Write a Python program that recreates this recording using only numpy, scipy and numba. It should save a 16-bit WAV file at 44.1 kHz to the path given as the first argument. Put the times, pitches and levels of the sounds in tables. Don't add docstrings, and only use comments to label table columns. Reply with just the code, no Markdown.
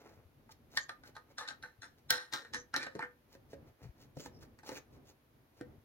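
import sys
import numpy as np
from scipy import signal
from scipy.fft import rfft, irfft
from scipy.io import wavfile
from scipy.ndimage import uniform_filter1d
from numba import njit

SR = 44100
rng = np.random.default_rng(int(sys.argv[2]) if len(sys.argv) > 2 else 0)


def digitize_waveform(pressure):
    field = np.atleast_2d(pressure).T
    bounded = np.clip(field, -1, 1)
    quanta = np.round(bounded * 32767).astype(np.int16)
    wavfile.write(sys.argv[1], SR, quanta)


def decibels_to_gain(level_db):
    exponent = np.asarray(level_db, float) / 20
    return 10 ** exponent


N = 257670

GRIP_S = 3.2
LOOSE_DAMPING, GRIP_DAMPING = 1.245, 2.5


def rms_one(x):
    return x / np.sqrt(np.mean(x ** 2))


def on_log_hz(table):
    hz, value = np.transpose(table)
    return np.interp(np.log(np.fft.rfftfreq(N, 1 / SR) + 1), np.log(hz + 1), value)


def colour(x, table):
    return rms_one(irfft(rfft(x) * decibels_to_gain(on_log_hz(table)), N))


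def high(x, hz):
    return signal.sosfilt(signal.butter(3, hz, "high", fs=SR, output="sos"), x)


def walk(rate):
    hold = int(SR / rate)
    steps = np.repeat(rng.standard_normal(N // hold + 1), hold)
    return 1.3 * uniform_filter1d(uniform_filter1d(steps, hold), hold)[:N]


def grit(per_s, spread_db):
    hit = rng.random(N) < per_s / SR
    size = rng.standard_normal(N) * decibels_to_gain(spread_db * np.minimum(rng.exponential(size=N), 3))
    return rms_one(hit * size)


def room_tone():
    # (frequency [Hz], density [dB per Hz])
    spectrum = [(12, -39), (20, -9.5), (147, -9), (174, -19.5), (237, -10.5), (273, -13), (404, -17),
                (839, -22.5), (1180, -25.5), (2060, -29), (6910, -40.5), (7510, -48), (11800, -35),
                (15200, -38.5), (16500, -42)]
    # (frequency [Hz], correlation [-1 to 1])
    likeness = [(60, 1), (130, 0.97), (290, 0.78), (640, 0.38), (1410, -0.29), (3100, -0.04), (6820, -0.03),
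                (15000, -0.03)]
    # (frequency [Hz], share of likeness kept [0 to 1])
    deep_likeness = [(30, 0.214), (100, 1)]
    # (frequency [Hz], left minus right [dB])
    balance = [(60, -1), (110, 2), (200, 0), (380, 2), (700, -0.5), (1290, -1), (2380, 0.5), (4400, -2),
               (8120, 1.5), (15000, 2.5)]
    like = np.clip(on_log_hz(likeness), 0, .97) * np.clip(on_log_hz(deep_likeness), 0, 1)
    mid, side = rfft(rng.standard_normal((2, N)))
    sign = np.array([[1], [-1]])
    pair = np.sqrt(1 + like) * mid + sign * np.sqrt(1 - like) * side
    pair = pair * decibels_to_gain(sign * on_log_hz(balance) / 2)
    steady = decibels_to_gain(-67.5) * rms_one(irfft(pair * decibels_to_gain(on_log_hz(spectrum)), N))
    bass = signal.sosfilt(signal.butter(1, 500, fs=SR, output="sos"), steady)
    swell_db = 2 * walk(1.5) + 6.2 * walk(9.2)
    return bass * decibels_to_gain(swell_db) + steady - bass


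def workshop(x, t60, bright_t60):
    t = np.arange(int(.8 * SR)) / SR
    noise = rng.standard_normal((2, len(t))) * (t > .0015)
    low = signal.sosfilt(signal.butter(1, 2500, fs=SR, output="sos"), noise)
    tail = low * decibels_to_gain(-60 * t / t60) + (noise - low) * decibels_to_gain(-60 * t / bright_t60)
    return signal.fftconvolve(x, tail / np.sqrt(np.sum(tail ** 2) / 2), axes=1)[:, :N]


def bumps():
    # (time [s], relative level [dB], pitch [Hz], t60 [s])
    soft_bumps = [(0.173, -50, 91.5, 0.11), (0.191, -49, 99, 0.071), (0.251, -50, 87, 0.12),
                  (0.37, -58.5, 99, 0.061), (0.638, -55, 104, 0.047), (1.785, -50, 107, 0.097),
                  (3.817, -46.5, 94, 0.067), (3.833, -40.5, 123.4, 0.055), (3.852, -36, 125, 0.053),
                  (3.867, -42.5, 119, 0.072), (3.89, -33.5, 66, 0.039), (4.167, -36.5, 146, 0.11),
                  (5.778, -45, 92, 0.046)]
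    out = np.zeros(N)
    for s, level_db, hz, t60 in soft_bumps:
        i = int(s * SR)
        t = np.arange(N - i) / SR
        swing = (1 - np.exp(-t / 0.0021)) * np.sin(2 * np.pi * hz * t)
        out[i:] += decibels_to_gain(level_db - 1 - 60 * t / t60) * swing
    return out


def scrapes():
    # (middle [s], length [s], level before the swell [dB], pitch [Hz])
    drags = [(0.813, 0.11, -55, 6600), (1.51, .06, -66, 6740), (2.582, 0.11, -53.5, 6070),
             (2.822, 0.064, -50, 2340), (3.025, 0.029, -44.5, 2150), (4.23, 0.14, -62.5, 6900),
             (4.366, 0.14, -73, 5270), (4.768, 0.054, -54, 2480), (4.777, 0.045, -58, 6410),
             (5.09, .05, -69, 6600)]
    half_width = 0.061
    out, thread, t = np.zeros(N), grit(1200, 3.4), np.arange(N) / SR
    for s, length, db, hz in drags:
        on = np.abs(t - s) < length / 2
        edges_hz = hz * np.exp(np.array([-1, 1]) * half_width)
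        band = signal.butter(2, edges_hz, "band", fs=SR, output="sos")
        swell = np.cos(np.pi * (t[on] - s) / length) ** 2
        out[on] += decibels_to_gain(db) * swell * rms_one(signal.sosfilt(band, thread[on]))
    return out


def rubs():
    # (hardest moment [s], rise [s], fall [s], hiss level [dB], relative level of the dull part [dB])
    strokes = [(0.058, 0.48, 0.19, -70, -52), (0.523, 0.031, 0.0088, -55.5, -56.5),
               (0.759, 0.059, 0.021, -57, -53), (1.084, 0.045, 0.027, -60, -55),
               (1.315, 0.052, 0.02, -70, -55), (1.989, .03, .03, -72, -63.5),
               (3.345, 0.058, 0.029, -61.5, -56.5), (3.54, 0.055, 0.011, -63.5, -56),
               (3.676, 0.033, 0.054, -73.5, -57.5), (3.84, 0.055, 0.075, -66, -52),
               (4.035, 0.089, 0.037, -65.5, -54.5), (4.205, 0.055, 0.036, -54.5, -63),
               (4.259, 0.04, 0.028, -53.5, -45.5), (4.43, 0.031, .04, -60, -53.5),
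               (4.686, 0.042, 0.044, -47.5, -44), (4.725, .03, 0.04, -61, -45),
               (4.775, 0.07, 0.025, -50, -46), (4.952, 0.052, .035, -67.5, -59.5),
               (5.095, 0.048, 0.034, -60.5, -56.5), (5.605, 0.09, .035, -70, -57.5)]
    # (frequency [Hz], density [dB per Hz])
    hiss_spectrum = [(1180, -21.5), (2000, -9.5), (2300, -14), (2640, -9), (3650, -9.5), (3910, -5),
                     (6700, -8.5), (8330, -21.5), (16000, -11.5)]
    # (frequency [Hz], density [dB per Hz])
    dull_spectrum = [(100, -33), (200, 1), (500, 3), (1000, -5.5), (2500, -11.5), (4000, -45)]
    edge_db, roundness = -23.5, 1.23
    t = np.arange(N) / SR
    hiss_gain, dull_gain = np.zeros((2, N))
    for s, rise, fall, hiss_db, dull_db in strokes:
        on = (t >= s - rise) & (t <= s + fall)
        from_hardest = np.interp(t[on] - s, [-rise, 0, fall], [1, 0, 1])
        eased_db = edge_db * from_hardest ** roundness
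        hiss_gain[on] += decibels_to_gain(hiss_db + eased_db)
        dull_gain[on] += decibels_to_gain(dull_db + .6 * eased_db)
    hiss = colour(grit(2900, 3.), hiss_spectrum) * decibels_to_gain(2 * walk(90))
    dull = colour(grit(1500, 2.5), dull_spectrum) * decibels_to_gain(1 * walk(40))
    return hiss_gain * hiss + decibels_to_gain(-10) * dull_gain * dull


def knocks():
    # (time [s], level [dB], nut tick [dB], stud centre [Hz], rattle t60 [s])
    flicks = [(0.492, -52.5, -31, 890, 0.087), (0.773, -23, -6, 2000, 0.075), (0.893, -34, -10, 1350, 0.1),
              (1.036, -51.5, -15, 1550, 0.16), (1.153, -53, -11, 1560, 0.2), (1.165, -40, -16, 1180, 0.046),
              (1.382, -34.5, -4.5, 1670, 0.22), (1.41, -41, -30, 1240, 0.3), (1.477, -45, -2.5, 1950, 0.14),
              (1.486, -41.5, 1, 1910, 0.089), (1.508, -40, -43, 1480, 0.07),
              (1.626, -50, -5.5, 1770, 0.225), (1.636, -40.5, -30, 1450, 0.089),
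              (1.82, -51.5, 1.5, 1566, 0.21), (1.831, -40.5, -12, 1570, 0.096),
              (2.105, -21, -1.5, 1390, 0.24), (2.122, -40.5, -7, 1530, 0.4), (2.326, -36.5, -8, 1560, 0.36),
              (2.336, -32.5, -1.5, 1340, 0.16), (2.449, -42.5, -24, 1960, 0.076),
              (2.536, -39.5, -1, 707, 0.18), (2.545, -32.5, -4, 1870, 0.091),
              (2.741, -27.5, -12, 1930, 0.4), (2.763, -31.5, 2.5, 1680, 0.12),
              (2.79, -51, -36, 1860, 0.027), (2.829, -38, -6.5, 1930, 0.1),
              (2.866, -32.5, -24, 1800, 0.043), (2.992, -29.5, -22.5, 894, 0.14),
              (3.025, -33.5, -38, 1600, 0.11)]
    # (time [s], level [dB], cover boom [dB], stud centre [Hz], rattle [dB])
    taps = [(2.952, -45, 6, 858, -2), (3.351, -48, 0.5, 732, -16), (3.532, -54, 12.5, 960, -1.5),
            (4.17, -47, 9.5, 848, -23), (4.197, -42, -0.5, 764, -1), (4.259, -40.5, -10, 842, -2),
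            (4.427, -55, -5.5, 1480, -3.5), (4.589, -52, -9.5, 1820, -1.5), (4.632, -54, -10.5, 930, 7),
            (4.691, -31, -7.5, 867, -14), (4.717, -38.5, -3, 880, -3), (4.767, -51.5, -7.5, 1140, 11.5),
            (5.611, -42.5, 3, 1840, -8)]
    flick_tick_hz, tap_tick_hz = 3950, 5445
    tap_tick_db, tap_rattle_t60_s = -15, 0.074
    both = []
    for s, db, tick, hz, t60 in flicks:
        boom = -26.5 + 5 * s + 0.061 * tick
        rattle = -7 - 0.3 * (db + 41)
        both.append((s, db, boom, tick, hz, flick_tick_hz, rattle, t60))
    for s, db, boom, hz, rattle in taps:
        both.append((s, db, boom, tap_tick_db, hz, tap_tick_hz, rattle, tap_rattle_t60_s))
    return np.array(sorted(both))


@njit
def resonate(force, which, pole, left, right):
    out, a, b = np.empty((2, len(force))), 0j, 0j
    for i in range(len(force)):
        k = which[i]
        a = a * pole[k] + force[i] * left[k] + 1e-18
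        b = b * pole[k] + force[i] * right[k] + 1e-18
        out[0, i], out[1, i] = a.imag, b.imag
    return out


def ring(force, which, start_s, modes, centre_hz, octave_db, vary_db, detune, turn_rad):
    chance = rng.standard_normal((len(start_s), 3, len(modes)))
    damping = np.where(start_s > GRIP_S, GRIP_DAMPING, LOOSE_DAMPING)
    out = np.zeros((2, N))
    for k, (hz, db, t60) in enumerate(modes):
        octaves_off = np.abs(np.log2(hz / centre_hz))
        share = decibels_to_gain(db + vary_db * chance[:, 0, k] - octave_db * octaves_off)
        pitch = 2j * np.pi * hz * (1 + detune * chance[:, 1, k]) / SR
        pole = np.exp(pitch - damping * np.log(1000) / (t60 * SR))
        turn = np.exp(1j * turn_rad * chance[:, 2, k])
        out += resonate(force, which, pole, share * turn, share / turn)
    return high(out, 0.54 * modes[0][0])


def nut():
    # (frequency [Hz], relative level [dB], t60 [s])
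    cover_modes = [(151, -14.5, 0.0059), (225, -15.5, 0.0064), (319.2, 2.5, 0.066), (411, 1.5, 0.045),
                   (514.3, -2.5, 0.26), (660.5, -13.5, 0.034)]
    stud_modes = [(749, -18, 0.014), (894, -3.5, 0.084), (1010, -11, 0.038), (1110, -14, 0.06),
                  (1240, -3.5, 0.1), (1390, -10.5, 0.12), (1530, -1.5, 0.069), (1572, 1, 0.058),
                  (1728, -10, 0.17), (1802, 3, 0.082), (1777, -39.5, 0.016), (2270, -12, 0.027),
                  (2730, -8, 0.012)]
    nut_modes = [(3462, -6, 0.014), (3886, 3.5, 0.0064), (4070, 2.5, 0.013), (4387, 3, 0.0039),
                 (5360, 2, 0.0076), (6400, -1, 0.0039), (6600, -5, 0.0041), (9100, -9.5, 0.041)]
    lead_s, knock_s = .025, .7
    contact_t60_s = .003
    t = np.arange(N) / SR
    chatter, crunch = grit(4000, 1.3), rng.standard_normal(N)
    table = knocks()
    start_s, stud_hz, tick_hz = table[:, 0], table[:, 4], table[:, 5]
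    which = np.clip(np.searchsorted(start_s - lead_s, t, side="right") - 1, 0, None)
    boom, body, tick, snap = np.zeros((4, N))
    for s, level_db, boom_db, tick_db, _, _, rattle_db, t60 in table:
        i = slice(int((s - lead_s) * SR), int((s + knock_s) * SR))
        age = t[i] - s
        after = np.maximum(age, 0)
        lead_in = decibels_to_gain(-29) * np.exp(np.minimum(age, 0) / 0.0034) * (age < 0) * crunch[i]
        blow = decibels_to_gain(-15) * np.exp(-after / 0.0017) * (age >= 0) * crunch[i]
        rattle_fade = decibels_to_gain(rattle_db - 20.5 - 60 * (after / t60) ** 1.194)
        rattle = rattle_fade * (1 - np.exp(-after / 0.00086)) * chatter[i]
        force = decibels_to_gain(level_db) * (lead_in + blow + rattle)
        body[i] += force
        boom[i] += decibels_to_gain(boom_db) * force
        tick[i] += decibels_to_gain(tick_db + level_db) * (lead_in + blow + decibels_to_gain(-4) * rattle)
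        snap[i] += decibels_to_gain(3.9 * (level_db + tick_db + 30) - 42) * blow
    whole = np.ones(len(table), complex)
    contact_pole = np.exp(2j * np.pi * tick_hz / SR - np.log(1000) / (contact_t60_s * SR))
    contact = resonate(tick, which, contact_pole, whole, whole)
    cover_ring = ring(boom, which, start_s, cover_modes, 600.0,
                      octave_db=5.5, vary_db=-0.5, detune=0.055, turn_rad=0.28)
    stud_ring = ring(body, which, start_s, stud_modes, stud_hz,
                     octave_db=15.0, vary_db=2.5, detune=0.011, turn_rad=0.34)
    nut_ring = ring(tick, which, start_s, nut_modes, tick_hz,
                    octave_db=5.5, vary_db=2, detune=0.016, turn_rad=1.0)
    ringing = decibels_to_gain(-1.5) * cover_ring + decibels_to_gain(-6) * stud_ring + decibels_to_gain(3.0) * nut_ring
    direct = decibels_to_gain(2.0) * high(tick, 4100.0) + decibels_to_gain(12.5) * high(snap, 11000.0)
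    return ringing + decibels_to_gain(9.5) * high(contact, 4100.0) + direct


def scene():
    near = nut() + rubs() + scrapes()
    near[1] = np.roll(near[1], 5)
    echo = decibels_to_gain(-7.5) * workshop(near, t60=0.21, bright_t60=0.11)
    bumps_pan_db = np.array([[3.], [-3.]])
    return near + echo + decibels_to_gain(bumps_pan_db) * bumps() + room_tone()


def top_cut(x):
    return signal.sosfilt(signal.butter(12, 16820, fs=SR, output="sos"), x)


def record(dry):
    low_cut = high(dry, 44.0)
    mix = signal.sosfilt(signal.ellip(8, .2, 60, 15900, fs=SR, output="sos"), low_cut)
    return top_cut(mix)


dry = scene()
out = record(dry)
digitize_waveform(out)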